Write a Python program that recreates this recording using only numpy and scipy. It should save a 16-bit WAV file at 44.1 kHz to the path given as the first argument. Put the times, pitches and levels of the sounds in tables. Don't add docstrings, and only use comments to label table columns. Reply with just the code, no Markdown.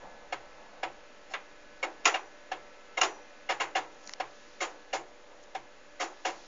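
import sys
import numpy as np
from scipy import signal
from scipy.fft import rfft, irfft
from scipy.io import wavfile
from scipy.ndimage import uniform_filter1d

SR = 44100
rng = np.random.default_rng(int(sys.argv[2]) if len(sys.argv) > 2 else 0)


def to_linear_factor(level_db):
    exponent = np.asarray(level_db, float) / 20
    return 10 ** exponent


def int16_out(signal):
    q = np.round(np.clip(np.atleast_2d(signal).T, -1, 1) * 32767)
    wavfile.write(sys.argv[1], SR, q.astype(np.int16))


N = 285309
T = np.arange(N) / SR

# centre_hz, level_db_per_hz
AIR_SPECTRUM = [(110, -56.5), (130, -22.5), (190, -11.5), (300, -11), (420, -7.5), (590, -27.5),
                (850, -12.5), (1200, -13.5), (1700, -12.5), (2400, -16.5), (3200, -19), (5000, -23),
                (7300, -22.5)]
AIR_DB, AIR_SHARE = -59, 0.21
# time_s, level_db
NEARNESS = [
    (0, 1.5),
    (1.3, -0.5),
    (2, 2.5),
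    (3.5, 2),
    (4.7, 0),
    (5.2, -5),
    (6.47, 0),
]

# middle_s, half_length_s, level_db
BRUSHES = [
    (.03, .02, -50.5),
    (.06, 0.027, -48),
    (.14, 0.023, -52.5),
    (.25, 0.16, -59),
    (.47, 0.036, -59),
    (.63, .06, -57),
    (.78, 0.11, -57.5),
    (4.85, 0.11, -63.5),
]
# middle_s, half_length_s, level_db
SLEEVE_RUBS = [
    (4.05, 0.073, -71),
    (4.45, .25, -64),
    (6.42, 0.26, -59.5),
]
RUMBLE_DB, UNSETTLED_DB, SETTLE_S = -72, 13, 0.95
SHUFFLE_DB = -61.5

# pitch_hz, rms_db
FAN_LINES = [(301.5, -71), (490, -67.5), (588, -63.5)]
# pitch_hz, rms_db
MAINS_LINES = [(25, -75), (50, -80)]
# multiple, rms_db
SPINDLE_HARMONICS = [(7, -71), (8, -70), (9, -68), (10, -80.5), (11, -73), (12, -84), (13, -75.5),
                     (14, -77)]
SPINDLE_HZ = 188.6

# start_s, peak_db, low_rel_db
TICKS = [
    (3.4316, -58, 7),
    (3.9326, -50.5, -14),
    (3.947, -48, -12),
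    (4.0155, -51, -12),
    (4.043, -40, -9),
    (4.0747, -28.5, -25),
    (4.0939, -28, -2.5),
    (4.114, -48, -5),
    (4.136, -21.5, -12),
    (5.4376, -44.5, -22),
]
CREAK_DB, CREAK_SHARE = -34.5, 0.59

# start_s, peak_db
DRONES = [(0.326, -60), (0.834, -59.5), (2.521, -64), (2.99, -58.5), (3.503, -61.5), (3.614, -61),
          (3.767, -60.5), (4.205, -62), (4.941, -60), (5.551, -61.5), (6.006, -72.5), (6.253, -66.5)]
DRONE_HZ, DRONE_S = 124, 0.11

# pitch_hz, split_hz, level_db, t60_s
SPRING = (5870, 14, -51, .7)
ARMATURE_HZ, ARMATURE_DB = (6750, 6810), -23

# start_s, peak_db, pitch_hz, upper_rel_db
PINGS = [(0.3262, -31, 2167, -2.5), (0.8325, -33, 2224, -4), (1.8302, -21, 2220, -11.5),
         (2.1425, -28, 2290, 1), (2.9756, -20.5, 2145, -12.5), (3.015, -28.5, 2260, 10),
         (3.4915, -27.5, 2114, -2.5), (3.6017, -26.5, 2170, -17), (3.7524, -30, 2070, 1),
         (4.6074, -38, 2150, -16), (4.9302, -37.5, 2070, 4), (5.9968, -36.5, 2050, -25),
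         (6.2514, -35.5, 2180, 4)]
UPPER_PING_HZ = 2805

# start_s, boom_db, metal_rel_db, rattle_s
STEPS = [
    (0.3224, -34, -7, 0.016),
    (0.829, -33.5, -5.5, 0.017),
    (2.1395, -33, -3.3, 0.027),
    (2.514, -35, -5.5, 0.016),
    (3.491, -30, -4, 0.033),
    (3.7523, -30, -4.5, 0.032),
    (4.1984, -33, -7.5, 0.015),
    (4.929, -31.5, -8.5, 0.04),
    (5.547, -35, -10.5, 0.018),
    (6.248, -31, -6, 0.043),
]
# start_s, boom_db, metal_rel_db, rattle_s
RETURNS = [
    (1.3361, -43.5, 7, 0.024),
    (1.826, -36, -3, 0.023),
    (2.9704, -35, -4, 0.024),
    (3.599, -35.5, 2, 0.035),
    (4.603, -37.5, -1, 0.048),
    (5.998, -36.5, -2, 0.045),
]
# start_s, boom_db, metal_rel_db, rattle_s
CREEP = [
    (1.297, -53.5, -9.5, 0.049),
]
# start_s, boom_db, carriage_rel_db, tick_rel_db, rattle_s
LOADS = [
    (2.045, -46.5, -1, 0, 0.024),
    (2.0538, -28.5, 4, 5, 0.022),
    (2.074, -32.5, 0.5, 2, 0.025),
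    (3.007, -47, 6, -0.5, 0.0039),
    (3.013, -30.5, -2, 4.5, 0.0024),
    (3.03, -33, 2, 2.5, 0.028),
]

# pitch_hz, width_hz, level_db
STEP_MODES = [(345, 16, -13), (754, 48, 0), (980, 33, -6), (1250, 76, -12), (1560, 25, -12),
              (1720, 120, -10), (2170, 74, -12), (2800, 54, -12), (3430, 29, -15), (3660, 31, -17),
              (4340, 76, -21), (4670, 37, -25), (5010, 160, -26), (5420, 300, -21), (6010, 71, -23),
              (6680, 65, -24), (6830, 50, -21), (7030, 38, -20)]
# pitch_hz, width_hz, level_db
RETURN_MODES = [(350, 20, -7), (533, 27, -4), (748, 76, 0), (1070, 44, -3), (1250, 140, -3), (1670, 41, -5),
                (2150, 56, 0), (2800, 79, -6), (3190, 160, -13), (3800, 55, -10), (4380, 46, -15),
                (4540, 31, -17), (5110, 27, -17), (5510, 150, -14), (6020, 49, -15), (6270, 39, -17),
                (6520, 21, -16), (6970, 170, -12)]
# pitch_hz, width_hz, level_db
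LOAD_MODES = [(754, 88, 0), (1090, 35, -1), (1360, 58, 0), (1650, 120, -4), (1990, 33, -3), (2420, 41, -5),
              (2660, 18, -5), (2790, 86, -4), (3050, 60, -8), (3400, 28, -9), (3650, 130, -11),
              (4090, 48, -13), (4800, 37, -9), (5380, 110, -14), (5650, 44, -12), (5820, 25, -12),
              (5930, 15, -13), (6140, 86, -15), (6360, 15, -13), (6650, 70, -7)]
# centre_hz, case_t60_s, room_t60_s
CASE_T60 = [(300, 0.41, 0.63), (800, 0.21, 0.52), (2140, 0.029, 0.22), (3940, 0.068, 0.21),
            (7300, 0.058, 0.27)]
# centre_hz, level_db_per_hz
CASE_COLOUR = [(250, 1), (400, -3), (630, -2), (800, 3.5), (1200, -2.5), (2000, -2), (2900, -5.5),
               (3300, -10.5), (5000, -16.5), (6800, -15), (7600, -8.5)]
PART_HZ = [700, 1800, 3100, 6000]

ROOM_DB = -12.5
LEAD_S = 0.005
BOOM_RISE_S = 0.008
RATTLE_EDGE = 2.38
CARRIAGE_DB, CARRIAGE_SHARE = -4, 0.9
STEP_TICK_DB, RETURN_TICK_DB, TICK_DB_PER_S = -18.5, -13.5, 275.5
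LOAD_FRAME_DB, LOAD_FRAME_SHARE, FIRM_BLOW_DB = 3.5, 0.6, -31
THUMP_HZ, THUMP_DB, THUMP_RISE_S, THUMP_TAIL = 762.7, 3.5, 0.0064, 0.13
SIDE_HZ, SIDE_DB = 548.7, -3.5
SAMPLING_HZ = 16000


def curve(table, axis=1):
    return np.interp(T, np.array(table)[:, 0], np.array(table)[:, axis])


def on_log(table, hz, axis=1):
    return np.interp(np.log(hz), np.log(np.array(table)[:, 0]), np.array(table)[:, axis])


def unit(x):
    return x / np.sqrt(np.mean(x ** 2))


def band(x, lo_hz, hi_hz, order=2):
    return signal.sosfilt(signal.butter(order, [lo_hz, hi_hz], "band", fs=SR, output="sos"), x)


def noise_band(lo_hz, hi_hz, order=2):
    return band(rng.standard_normal(N), lo_hz, hi_hz, order)


def seconds(length_s):
    return np.arange(int(length_s * SR)) / SR


def sine(hz, t):
    return np.sin(2 * np.pi * hz * t)


def walk(rate_hz):
    k = int(SR / rate_hz)
    held = np.repeat(rng.standard_normal(N // k + 1), k)
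    return 1.38 * uniform_filter1d(uniform_filter1d(held, k), k)[:N]


def swells(events):
    return np.sqrt(sum(to_linear_factor(2 * db) * np.exp(-((T - at_s) / half_s) ** 2) for at_s, half_s, db in events))


def add(out, x, at_s):
    i = int(at_s * SR)
    out[i:i + len(x)] += x[:N - i]


def air():
    out = 0
    for hz in 110 * 2 ** np.arange(0, 6.2, 0.5):
        level = to_linear_factor(on_log(AIR_SPECTRUM, hz) + 0.27 * walk(2.8))
        out = out + level * noise_band(hz / 1.158, hz * 1.212)
    mid_rms = np.sqrt(np.mean(band(out, 1000, 7000, order=4) ** 2))
    return out / mid_rms * to_linear_factor(AIR_DB + AIR_SHARE * curve(NEARNESS))


def handling():
    rumble = unit(band(np.cumsum(rng.standard_normal(N)), 12, 61, order=3))
    rumble *= to_linear_factor(RUMBLE_DB + UNSETTLED_DB * np.exp(-T / SETTLE_S) + 1.5 * walk(2.0))
    shuffle = unit(noise_band(503, 608) + 0.62 * noise_band(450, 930))
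    shuffle *= to_linear_factor(SHUFFLE_DB + 1.3 * walk(5.2))
    brush = unit(noise_band(490, 970) + 0.38 * noise_band(150, 310))
    brush *= swells(BRUSHES) * to_linear_factor(walk(23.5))
    rub = unit(noise_band(3000, 7000)) * swells(SLEEVE_RUBS) * to_linear_factor(1.2 * walk(15))
    return rumble + shuffle + brush + rub


def hum():
    fan = 0
    for hz, db in FAN_LINES + MAINS_LINES:
        phase = 2 * np.pi * np.cumsum(hz + 1.462 * walk(2.4)) / SR
        fan = fan + to_linear_factor(db + 1.3 * walk(4.3)) * np.sin(phase)
    turn = 2 * np.pi * np.cumsum(SPINDLE_HZ + 0.5 * walk(3)) / SR
    belt = sum(to_linear_factor(db + 1.8 * walk(9)) * np.sin(k * turn + k ** 2) for k, db in SPINDLE_HARMONICS)
    return np.sqrt(2) * (fan + belt * to_linear_factor(curve(NEARNESS)))


def camera_ticks():
    out, t = np.zeros(N), seconds(0.04)
    burst = np.exp(-(t / 0.0014) ** 2)
    for at_s, db, low_db in TICKS:
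        noise = rng.standard_normal((4, len(t)))
        high = band(noise[0] * burst, 3900, 9800)
        low = band(noise[1] * burst, 900, 2300)
        add(out, to_linear_factor(db) * high / abs(high).max() + to_linear_factor(db + low_db) * low / abs(low).max(), at_s)
        creak = unit(band(noise[2] * (noise[3] > 1.8), 5300, 7900))
        add(out, to_linear_factor(CREAK_DB + CREAK_SHARE * db) * creak * np.exp(-t[::-1] / 0.02), at_s - t[-1])
    return out


def stepper_drone():
    out, t = np.zeros(N), seconds(0.4)
    swell = (t / 0.045) * np.exp(1 - t / 0.03)
    swell += 0.87 * np.exp(-(t / DRONE_S) ** 4) * np.clip(t / 0.034, 0, 1)
    for at_s, db in DRONES:
        add(out, to_linear_factor(db - 7) * swell * sine(DRONE_HZ, t), at_s)
    return out


def spring_arm():
    out, t = np.zeros(N), seconds(0.6)
    hz, split_hz, db, t60_s = SPRING
    song = sine(hz, t) + 0.5 * sine(hz + split_hz, t)
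    for at_s in (LOADS[1][0], LOADS[4][0]):
        add(out, to_linear_factor(db) * np.exp(-np.log(1000) * t / t60_s) * song, at_s)
    return out


def armature():
    out, t = np.zeros(N), seconds(0.05)
    chink = sum(sine(hz, t) for hz in ARMATURE_HZ) * (t / 0.0032) * np.exp(1 - t / 0.0029)
    for at_s in (LOADS[1][0], LOADS[4][0]):
        add(out, to_linear_factor(ARMATURE_DB) * chink, at_s)
    return out


def rod_pings():
    out, t = np.zeros(N), seconds(0.1)
    swell = (t / 0.0036) * np.exp(1 - t / 0.0041)
    for at_s, db, hz, upper_db in PINGS:
        upper = to_linear_factor(upper_db) * sine(UPPER_PING_HZ, t) * (swell + 0.22 * np.exp(-t / 0.02))
        add(out, to_linear_factor(db - 5.0) * (swell * sine(hz, t) + upper), at_s - 0.0025)
    return out


def case_thump():
    out, t = np.zeros(N), seconds(0.2)
    tail = THUMP_TAIL * np.exp(-t / 0.027) * np.clip(t / 0.02, 0, 1)
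    for moves, hz, panel_db in ((STEPS, THUMP_HZ, THUMP_DB), (STEPS + RETURNS, SIDE_HZ, SIDE_DB)):
        luck = rng.uniform(-1, 1, (len(moves), 2))
        for (at_s, db, _, rattle_s), (off, more) in zip(moves, luck):
            rise = t / (THUMP_RISE_S * np.sqrt(rattle_s / 0.019))
            swell = rise ** 2 * np.exp(2 - 2 * rise) + tail
            add(out, to_linear_factor(db + panel_db + 1.2 * more) * swell * sine(hz * (1 + 0.014 * off), t), at_s)
    return out


def ring(knocks, modes):
    out = 0
    for (hz, width_hz, db), (more, off) in zip(modes, rng.standard_normal((len(modes), 2))):
        damping = np.pi * max(0.6 * width_hz, hz / 55)
        pole = np.exp((2j * np.pi * hz * (1 + 0.005 * off) - damping) / SR)
        tone = signal.lfilter([1], [1, -pole], knocks).imag
        out = out + to_linear_factor(db + 2.45 * more) * np.sqrt(width_hz) * unit(tone)
    return unit(out)


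def linger(power, t60_s):
    keep = np.exp(-2 * np.log(1000) / (t60_s * SR))
    return signal.lfilter([1 - keep], [1, -keep], power)


def dense_case(knocks):
    out = 0
    for hz in 315 * 2 ** np.arange(0, 4.7, 1 / 3):
        case_s, room_s = on_log(CASE_T60, hz), on_log(CASE_T60, hz, axis=2)
        power = linger(linger(knocks ** 2, 12 / hz), case_s)
        power = power + to_linear_factor(2 * ROOM_DB) * linger(power, room_s) * room_s / case_s
        noise = band(rng.standard_normal(len(knocks)), hz / 1.126, hz * 1.105)
        out = out + to_linear_factor(on_log(CASE_COLOUR, hz)) * np.sqrt(power) * noise
    return unit(out)


def split(x):
    log_hz = np.log(np.fft.rfftfreq(len(x), 1 / SR) + 1)
    return [irfft(rfft(x) * np.interp(log_hz, np.log(PART_HZ), share), len(x))
            for share in np.eye(len(PART_HZ))]


def move_parts(moves, tick_db):
    return [(at_s, db, metal_db, CARRIAGE_DB + CARRIAGE_SHARE * metal_db,
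             tick_db + TICK_DB_PER_S * rattle_s, rattle_s)
            for at_s, db, metal_db, rattle_s in moves]


def load_parts():
    return [(at_s, db, LOAD_FRAME_DB + LOAD_FRAME_SHARE * (db - FIRM_BLOW_DB), *rest)
            for at_s, db, *rest in LOADS]


def clunks(events, modes, rise_s, strike, strike_s, dense_db, span_s, boom_share_db=0):
    out, t = np.zeros(N), seconds(0.5) - LEAD_S
    level_span = (t > 0) & (t < span_s)
    for at_s, boom_db, *rel_db, rattle_s in events:
        knocks = (rng.random(len(t)) < 0.12) * rng.standard_normal(len(t))
        rattle = np.exp(-np.abs(t / max(rattle_s, 0.002)) ** RATTLE_EDGE)
        knocks *= np.clip(t / rise_s, 0, 1) * (strike * np.exp(-t / strike_s) + rattle)
        boom, *metal = split(ring(knocks, modes) + to_linear_factor(dense_db) * dense_case(knocks))
        boom = boom * np.clip((t + rise_s / 4) / min(BOOM_RISE_S, 2 * rise_s), 0, 1)
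        for part, db in zip([boom, *metal], [boom_share_db, *rel_db]):
            rms = np.sqrt(np.mean(part[level_span] ** 2))
            add(out, part * to_linear_factor(boom_db + db) / rms, at_s - LEAD_S - rise_s / 4)
    return band(out, 315, 9000, order=7)


def head_moves():
    back = move_parts(RETURNS, RETURN_TICK_DB)
    steps = clunks(move_parts(STEPS, STEP_TICK_DB), STEP_MODES, rise_s=0.00602, strike=0.9,
                   strike_s=0.006, dense_db=0.34, span_s=0.022, boom_share_db=-4)
    creep = clunks(move_parts(CREEP, STEP_TICK_DB), STEP_MODES, rise_s=0.025, strike=0.1,
                   strike_s=0.006, dense_db=0, span_s=0.025)
    landing = clunks(back[:1], LOAD_MODES, rise_s=0.0015, strike=4,
                     strike_s=0.005, dense_db=0, span_s=0.025)
    returns = clunks(back[1:], RETURN_MODES, rise_s=0.00843, strike=0.49,
                     strike_s=0.0088, dense_db=1.5, span_s=0.022)
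    loads = clunks(load_parts(), LOAD_MODES, rise_s=0.002, strike=4,
                   strike_s=0.0035, dense_db=1, span_s=0.008)
    return steps + creep + landing + returns + loads


def scene():
    background = air() + handling() + hum() + camera_ticks()
    drive = stepper_drone() + spring_arm() + armature() + rod_pings() + case_thump() + head_moves()
    return (background + drive)[None]


def roll_off(x):
    return signal.sosfilt(signal.butter(12, 9250, fs=SR, output="sos"), x)


def record(dry):
    kept = signal.sosfilt(signal.cheby1(12, 0.5, 7050, fs=SR, output="sos"), dry)
    top = signal.sosfilt(signal.butter(8, 7400, fs=SR, output="sos"), dry[0])
    mirror = band(top * np.cos(2 * np.pi * SAMPLING_HZ * T), 7500, 9000, order=4)
    return roll_off(kept + to_linear_factor(-28.0) * mirror + 0.0017)


dry = scene()
out = record(dry)
int16_out(out)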